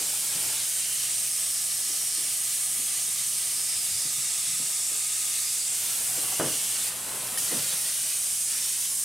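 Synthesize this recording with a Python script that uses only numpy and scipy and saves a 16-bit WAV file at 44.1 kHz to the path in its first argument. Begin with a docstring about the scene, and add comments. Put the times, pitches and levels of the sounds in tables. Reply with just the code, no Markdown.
"""A foam gun hisses purge air in a bare timber-framed room, over a low rumble and a machine's far hum.
It first rests by the worker's chest; gun and hose tap the framing and boots thud softly on the floor.
Near six seconds it rises to the wall: the jet roars in the stud cavity and one hard knock rings the frame.
The trigger swaps the hiss for half a second of duller spray, then the valve snaps shut with a spit.
After a last clatter the gun draws back, still blowing air."""
import sys
import numpy as np
from scipy import signal
from scipy.io import wavfile
from scipy.ndimage import uniform_filter1d

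SR = 44100
rng = np.random.default_rng(int(sys.argv[2]) if len(sys.argv) > 2 else 0)


def waveform_to_disk(signal):
    """Save audio, clipped to [-1, 1], as 16-bit WAV at the path in sys.argv[1]."""
    frames = np.transpose(np.atleast_2d(signal))
    scaled = np.clip(frames, -1, 1) * 32767
    samples = np.round(scaled).astype(np.int16)
    wavfile.write(sys.argv[1], SR, samples)


N = 398663
TIME = np.arange(N) / SR
FRAME_S = np.arange(N // 256 + 5)[:, None] * 256 / SR  # time axis of the noise colours
BIN_HZ = np.fft.rfftfreq(1024, 1 / SR)  # and their frequency axis
TRIGGER_ON_S, TRIGGER_OFF_S = 6.886, 7.375


def gain_of(db):
    """Decibels to amplitude."""
    return 10 ** (np.asarray(db) / 20)


def unit_rms(x):
    """Scales to an rms of one."""
    return x / np.sqrt(np.mean(x ** 2) + 1e-20)


def spectrum(points, hz=BIN_HZ):
    """A curve over frequency, its points joined on a log axis."""
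    f, value = np.transpose(points)
    return np.interp(np.log(hz + 1), np.log(f + 1), value)


def bell(hz, width_hz):
    """A bell-shaped resonance of height one."""
    return np.exp(-2 * ((BIN_HZ - hz) / width_hz) ** 2)


def add(mix, s, sound):
    """Lays a stereo sound into the mix at time s."""
    part = mix[:, round(s * SR):][:, :sound.shape[1]]
    part += sound[:, :part.shape[1]]


def wobble(samples):
    """Random modulation of unit rms, smoothed over so many samples."""
    return unit_rms(uniform_filter1d(rng.standard_normal(N), size=samples))


def patches(frames, bins):
    """Random shimmer over time and frequency, in patches of the given size."""
    field = uniform_filter1d(rng.standard_normal((len(FRAME_S), len(BIN_HZ))), frames, axis=0)
    return unit_rms(uniform_filter1d(field, bins, axis=1, mode="wrap"))


def spread(radians):
    """Standing waves in the room put a tone slightly out of phase between left and right."""
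    return radians * rng.choice([-1, 1]) * np.array([[1], [-1]])


def noise(colour_db):
    """Stereo noise of unit rms; its colour may move while its level holds."""
    # narrowness of the stereo image: f/Hz, left-right correlation
    correlation = [(40, .97), (120, 1), (250, 1), (700, 0.96), (1400, 0.91), (3000, 0.85), (8000, 0.91),
                   (15000, 1)]
    alike = spectrum(correlation)
    a, b, c, d = rng.standard_normal((4, len(FRAME_S), len(BIN_HZ)))
    left = a + 1j * b
    right = alike * left + np.sqrt(1 - alike ** 2) * (c + 1j * d)
    colour = gain_of(colour_db)
    colour /= np.linalg.norm(colour, axis=-1, keepdims=True)
    frames = (np.array([left, right]) * colour).swapaxes(1, 2)
    return unit_rms(signal.istft(frames, nperseg=1024, noverlap=768)[1][:, :N])


def closeness(t):
    """How near the hand holds the gun to the wall."""
    # the arm's gesture: t/s, closeness (0-1)
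    reach = [(0, 0.52), (.3, 0.38), (.5, .66), (.72, 0.24), (1.6, 0.16), (5.65, .16), (5.9, 0.4),
             (6.22, .85), (6.7, 0.5), (7.27, 1), (7.42, .7), (7.75, 0.58), (7.95, 0.21), (8.4, 0.05),
             (8.6, 0.23), (9.04, 0.01)]
    return np.interp(t, *np.transpose(reach))


def machine_hum(hz=60.56, waver=0.00628, far_db=-62, close_db=6.5):
    """A machine drones beyond the walls, its speed wavering; it swells as the gun nears the wall."""
    # hum partials: multiple of the machine's speed, level/dB
    partials = [(1, -21), (2, 0.5), (3, -5), (6.68, -8.5)]
    turns = np.cumsum(hz * (1 + waver * wobble(6000))) / SR
    hum = sum(gain_of(db) * np.sin(2 * np.pi * (k * turns + rng.random()) + spread(0.049))
              for k, db in partials)
    return unit_rms(hum) * gain_of(far_db + close_db * closeness(TIME))


def work_rumble(far_db=-64, close_db=9, still_db=-7, still_at_s=5.05, still_half_s=0.47):
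    """A low bed of work noise that swells near the wall and sinks while the worker stands still."""
    # rumble colour: f/Hz, level/dB
    lows = [(20, -20), (35, -1), (55, -6), (75, -11), (110, 6.5), (160, -1), (260, -1.5), (420, -12),
            (800, -33), (2000, -50)]
    lull = np.exp(-((TIME - still_at_s) / still_half_s) ** 2)
    return noise(spectrum(lows)) * gain_of(far_db + close_db * closeness(TIME) + still_db * lull)


def boot_thuds(attack_s=0.0042, t60=0.19, blur_db=-4):
    """Each footfall sets off a low, short ring in the floor deck, blurred by the room."""
    # weight landing on the deck: t/s, strength/dB, ring f/Hz
    thuds = [(0.35, -44, 166), (0.441, -47, 111), (3.76, -52, 85), (3.904, -46, 95), (3.94, -46, 95),
             (4.046, -43.5, 151), (4.17, -44, 135), (4.473, -43.5, 146), (4.529, -46, 160),
             (4.592, -39.5, 150), (6.441, -31, 139.3), (7.543, -38, 236), (7.575, -38, 148),
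             (7.73, -46, 135)]
    t, out = np.arange(SR // 2) / SR, np.zeros((2, N))
    attack = 1 - np.exp(-t / attack_s)
    for s, db, hz in thuds:
        band = signal.butter(2, [hz / 1.5, hz * 1.5], "bandpass", fs=SR, output="sos")
        blur = unit_rms(signal.sosfilt(band, rng.standard_normal(len(t))))
        ring = np.sin(2 * np.pi * hz * t + spread(0.14))
        add(out, s, gain_of(db - 60 * t / t60) * attack * (ring + gain_of(blur_db) * blur))
    return out


def frame_knocks(modes_db=-9, boards_db=-10, boards_t60=0.35, crack_db=-13, crack_t60=0.014, low_hz=105):
    """Each blow rings the timber frame and the boards on it; soft blows lose the treble."""
    # gun and hose striking the framing: t/s, strength/dB, hardness as a cut-off f/Hz
    blows = [(0.003, -39, 4000), (0.353, -40, 900), (0.455, -49, 600), (1.896, -42.5, 500),
             (2.176, -40.5, 503), (2.79, -41, 500), (4.046, -45, 1500), (4.592, -42, 1800),
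             (4.91, -43.5, 1797), (6.176, -35, 900), (6.397, -13, 1900), (7.412, -41, 350),
             (7.508, -35, 3000), (7.519, -29, 3400), (7.545, -38, 380), (7.569, -38.5, 3400)]
    # modes of the frame: f/Hz, level/dB, t60/s
    modes = [(245, -5, 0.17), (292, -7, 0.31), (332, -1.5, .24), (413, -7.5, 0.32), (465, -5.5, 0.26),
             (524, -6, 0.29), (650, -19, .14), (1140, -8, .1), (1370, -26, .15)]
    # dense ring of the sheathing: f/Hz, level/dB
    sheathing = [(50, -40), (110, 0), (200, 0), (330, -1.5), (600, 1), (850, -6.5), (1500, -6.5),
                 (2100, -12), (4000, -38)]
    t, out = np.arange(SR // 2) / SR, np.zeros((2, N))
    ring = sum((-1) ** k * gain_of(db - 60 * t / t60) * np.sin(2 * np.pi * hz * t + spread(0.2))
               for k, (hz, db, t60) in enumerate(modes))
    boards = noise(spectrum(sheathing))
    decay = gain_of(boards_db - 60 * t / boards_t60) + gain_of(crack_db - 60 * t / crack_t60)
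    for s, db, hard_hz in blows:
        blow = gain_of(modes_db) * ring + decay * boards[:, round(s * SR):][:, :len(t)]
        band = signal.butter(2, [low_hz, hard_hz], "bandpass", fs=SR, output="sos")
        add(out, s, gain_of(db) * signal.sosfilt(band, blow))
    return out


def echo_comb(count=32, strength=0.68, shortest_m=0.4, longest_m=6, reach_m=1.1, drift_m_per_s=0.0802):
    """Echoes off studs, ceiling and body comb the noise; the comb (dB) slides as the gun moves."""
    arm_travel = np.cumsum(abs(np.gradient(closeness(FRAME_S), axis=0)), axis=0)
    travel_m = reach_m * arm_travel + drift_m_per_s * FRAME_S
    comb = 1
    for place, heading, sign in rng.uniform(-1, 1, (count, 3)):
        detour_m = shortest_m + (longest_m - shortest_m) * abs(place) + heading * travel_m / 2
        echo = np.exp(-2j * np.pi * BIN_HZ * detour_m / 343)  # sound travels 343 m/s
        comb = comb + np.sign(sign) * strength / np.sqrt(count) * echo
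    return 20 * np.log10(abs(comb) + 0.1)


def body_pocket(rest_from_s=0.77, lowered_at_s=3.7, rest_to_s=5.68, settle_s=0.3):
    """The hollow between body and wall colours (dB) the resting gun, at chest height and then lower."""
    # peaks and dips of the hollow: f/Hz, width/Hz, level/dB at the chest, level/dB once lowered
    resonances = [(899.2, 71, -4, -1.5), (1235, 115, 4, 6), (1440, 150, -3, -3.5), (3120, 290, 1.5, -4),
                  (3480, 620, 0, 2.5), (7530, 250, -2, -0.5), (8350, 610, 1.5, 0)]
    resting = np.clip(np.minimum(FRAME_S - rest_from_s, rest_to_s - FRAME_S) / settle_s, 0, 1)
    lowered = np.clip((FRAME_S - lowered_at_s) / settle_s, 0, 1)
    return resting * sum((chest_db + (low_db - chest_db) * lowered) * bell(hz, width_hz)
                         for hz, width_hz, chest_db, low_db in resonances)


def gap_swishes(width_share=0.11, octave_share=0.2):
    """The jet sweeps past a glove or stud and the gap rings: a gliding peak (dB) with a faint octave. 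One brief
    ring near 6.8 s comes as the finger takes up the trigger."""
    # passes of the jet, and a brief ring as the trigger is taken up near 6.8 s: start t/s, length/s, start
    # f/Hz, end f/Hz, lift/dB
    passes = [(0.778, 0.28, 3020, 3000, 4.5), (1.251, 1.03, 5100, 5600, 4.5), (3.5, 0.71, 5300, 4700, 6),
              (5.42, 0.12, 4900, 5100, 7), (5.59, 0.086, 4650, 4700, 7), (5.56, 0.25, 7100, 7800, 3),
              (6.15, 0.67, 2950, 3000, 5.5), (6.79, 0.046, 3630, 3650, 8), (7.485, 0.066, 1990, 1920, 12),
              (8.45, 0.43, 5460, 5600, 3.5)]
    colour_db = 0
    for start, length, from_hz, to_hz, lift_db in passes:
        progress = np.clip((FRAME_S - start) / length, 0, 1)
        hz = from_hz + (to_hz - from_hz) * progress
        ring = bell(hz, width_share * hz) + octave_share * bell(2 * hz, width_share * hz)
        colour_db += lift_db * np.sqrt(abs(np.sin(np.pi * progress))) * ring
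    return colour_db


def wall_roar(room_db, far_db=-56.5, close_db=15, flutter_db=1.5):
    """The jet breaks on the wall into larger, lower eddies, louder the closer the gun."""
    # roar in the stud cavity: f/Hz, level/dB
    roar = [(50, -35), (120, -11), (220, -5), (340, -4.5), (450, -3), (550, -1.5), (750, -0.3),
            (1200, -2.5), (1900, -6), (3000, -7.5), (5000, -40)]
    level_db = far_db + close_db * closeness(TIME) + flutter_db * wobble(1500)
    return gain_of(level_db) * noise(spectrum(roar) + room_db)


def valve_snap(spit_db=-25, spit_t60=0.22, spit_rise_s=0.012):
    """As the trigger is let go, the valve snaps shut and air spits the nozzle clear."""
    # modes of the valve: f/Hz, level/dB, t60/s
    modes = [(1850, -30, 0.049), (3080, -32, .04), (5260, -31, .08), (10450, -24, .1)]
    t = np.maximum(TIME - TRIGGER_OFF_S, 0)
    ring = sum(gain_of(db - 60 * t / t60) * np.sin(2 * np.pi * hz * t) for hz, db, t60 in modes)
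    spit = noise(spectrum([(600, -23), (2000, -12), (10000, 5), (16000, -7)]))  # f/Hz, level/dB
    return ring + np.minimum(t / spit_rise_s, 1) * gain_of(spit_db - 60 * t / spit_t60) * spit


def foam_spray(room_db, start_db=-33.5, build_db=2.5, sputter_db=0.5):
    """Liquid in the nozzle damps the hiss and makes it sputter; flow builds while the trigger is held."""
    # spray colour: f/Hz, level/dB
    spray = [(600, -28), (1500, -15), (2800, -8.5), (4200, -8.5), (5300, -8.5), (6700, -6), (8400, 0),
             (10000, -2), (11600, -4), (13000, -10), (15800, -18)]
    held = np.interp(TIME, [TRIGGER_ON_S, TRIGGER_OFF_S], [0, 1])
    level_db = start_db + build_db * held + sputter_db * wobble(200)
    return gain_of(level_db) * noise(spectrum(spray) + room_db)


def air_jet(room_db, far_db=-27.5, close_db=0.1, nozzle_db=5.5, width_hz=1500, top_db_per_hz=0.0035):
    """Turbulent hiss with a broad nozzle resonance, brightening as that resonance rises."""
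    # hiss colour: f/Hz, level/dB
    hiss = [(400, -45), (1100, -22.5), (1500, -18), (2100, -13.5), (3000, -10.5), (4200, -9.5), (5500, -6),
            (7000, -3.5), (8000, 0), (8700, 2.5), (10000, -2), (12000, -8), (14000, -12.5), (15800, -19)]
    # drift of the nozzle resonance: t/s, f/Hz
    nozzle = [(0.0, 8650), (0.55, 8840), (2.16, 8700), (2.29, 9040), (4.03, 8600), (4.25, 8270),
              (6.42, 8900), (6.7, 8700), (7.5, 9000), (9.04, 8840)]
    # brief turns of the wrist that tilt the hiss: t/s, half length/s, body level/dB, top level/dB
    wrist_turns = [(0.153, 0.14, 0, 1.5), (1.65, .2, -0.5, 0.5), (4.398, 0.2, 0.3, -1.8),
                   (6.148, .2, -1.5, 2), (8.404, 0.11, -1.5, -2.5), (8.978, .13, -4, 0)]
    nozzle_hz = np.interp(FRAME_S, *np.transpose(nozzle))
    usual_hz = np.median(nozzle_hz)
    colour_db = spectrum(hiss) + room_db
    colour_db += nozzle_db * (bell(nozzle_hz, width_hz) - bell(usual_hz, width_hz))
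    # from closeness 0.4 the nozzle faces the wall squarely, which throws back more top and body
    top_db = np.interp(closeness(FRAME_S), [0, 0.4], [-1, 0.9])
    body_db = np.interp(closeness(FRAME_S), [0, 0.4], [-0.97, 2.02])
    # the jet is beamed, so every small sway of the hand changes its colour
    jitter = rng.standard_normal((2,) + FRAME_S.shape)
    top_sway, body_sway = unit_rms(uniform_filter1d(jitter, size=14, axis=1))
    top_db += 0.7 * top_sway + top_db_per_hz * (nozzle_hz - usual_hz)
    body_db += 0.6 * body_sway
    for s, half_s, body_tilt_db, top_tilt_db in wrist_turns:
        turned = np.exp(-((FRAME_S - s) / half_s) ** 2)
        body_db += body_tilt_db * turned
        top_db += top_tilt_db * turned
    colour_db += top_db * spectrum([(9500, 0), (12500, 1)])  # high shelf
    colour_db += body_db * spectrum([(4500, 1), (7000, 0)])  # low shelf
    colour_db += 0.7 * patches(frames=18, bins=16)
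    return gain_of(far_db + close_db * closeness(TIME)) * noise(colour_db)


def foam_gun(linger_s=0.0094, pan_db=-1.14, pan_close_db=1.0):
    """The trigger crossfades from air to foam and back, each lingering briefly in the room."""
    room_db = echo_comb() + body_pocket() + gap_swishes()
    trigger = (TIME > TRIGGER_ON_S) & (TIME < TRIGGER_OFF_S)
    pole = np.exp(-1 / (linger_s * SR))
    foam_share = np.clip(signal.lfilter([1 - pole], [1, -pole], trigger), 0, 1)
    jet = np.sqrt(1 - foam_share) * air_jet(room_db) + np.sqrt(foam_share) * foam_spray(room_db)
    left_db = pan_db + pan_close_db * closeness(TIME)  # reaching out moves the gun leftwards
    pan = gain_of(np.array([[0.5], [-0.5]]) * left_db)
    return (jet + wall_roar(room_db) + valve_snap()) * pan


def scene():
    """The gun up front, knocks and boots around it, hum and rumble underneath."""
    return foam_gun() + frame_knocks() + boot_thuds() + machine_hum() + work_rumble()


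def record(dry, threshold_db=-24.5, recovery_db_per_s=39, top_hz=15860):
    """A limiter ducks the mix under a hard knock; a steep low-pass trims the very top."""
    power_db = 10 * np.log10(abs(uniform_filter1d((dry ** 2).mean(0), size=500)) + 1e-12)
    release_db = TIME * recovery_db_per_s
    peak_db = np.maximum.accumulate(power_db + release_db) - release_db
    duck_db = np.maximum(peak_db - threshold_db, 0)
    low_pass = signal.firwin(511, top_hz, window=("kaiser", 9), fs=SR)
    return signal.oaconvolve(dry / gain_of(duck_db), low_pass[None], "same")


dry = scene()
out = record(dry)
waveform_to_disk(out)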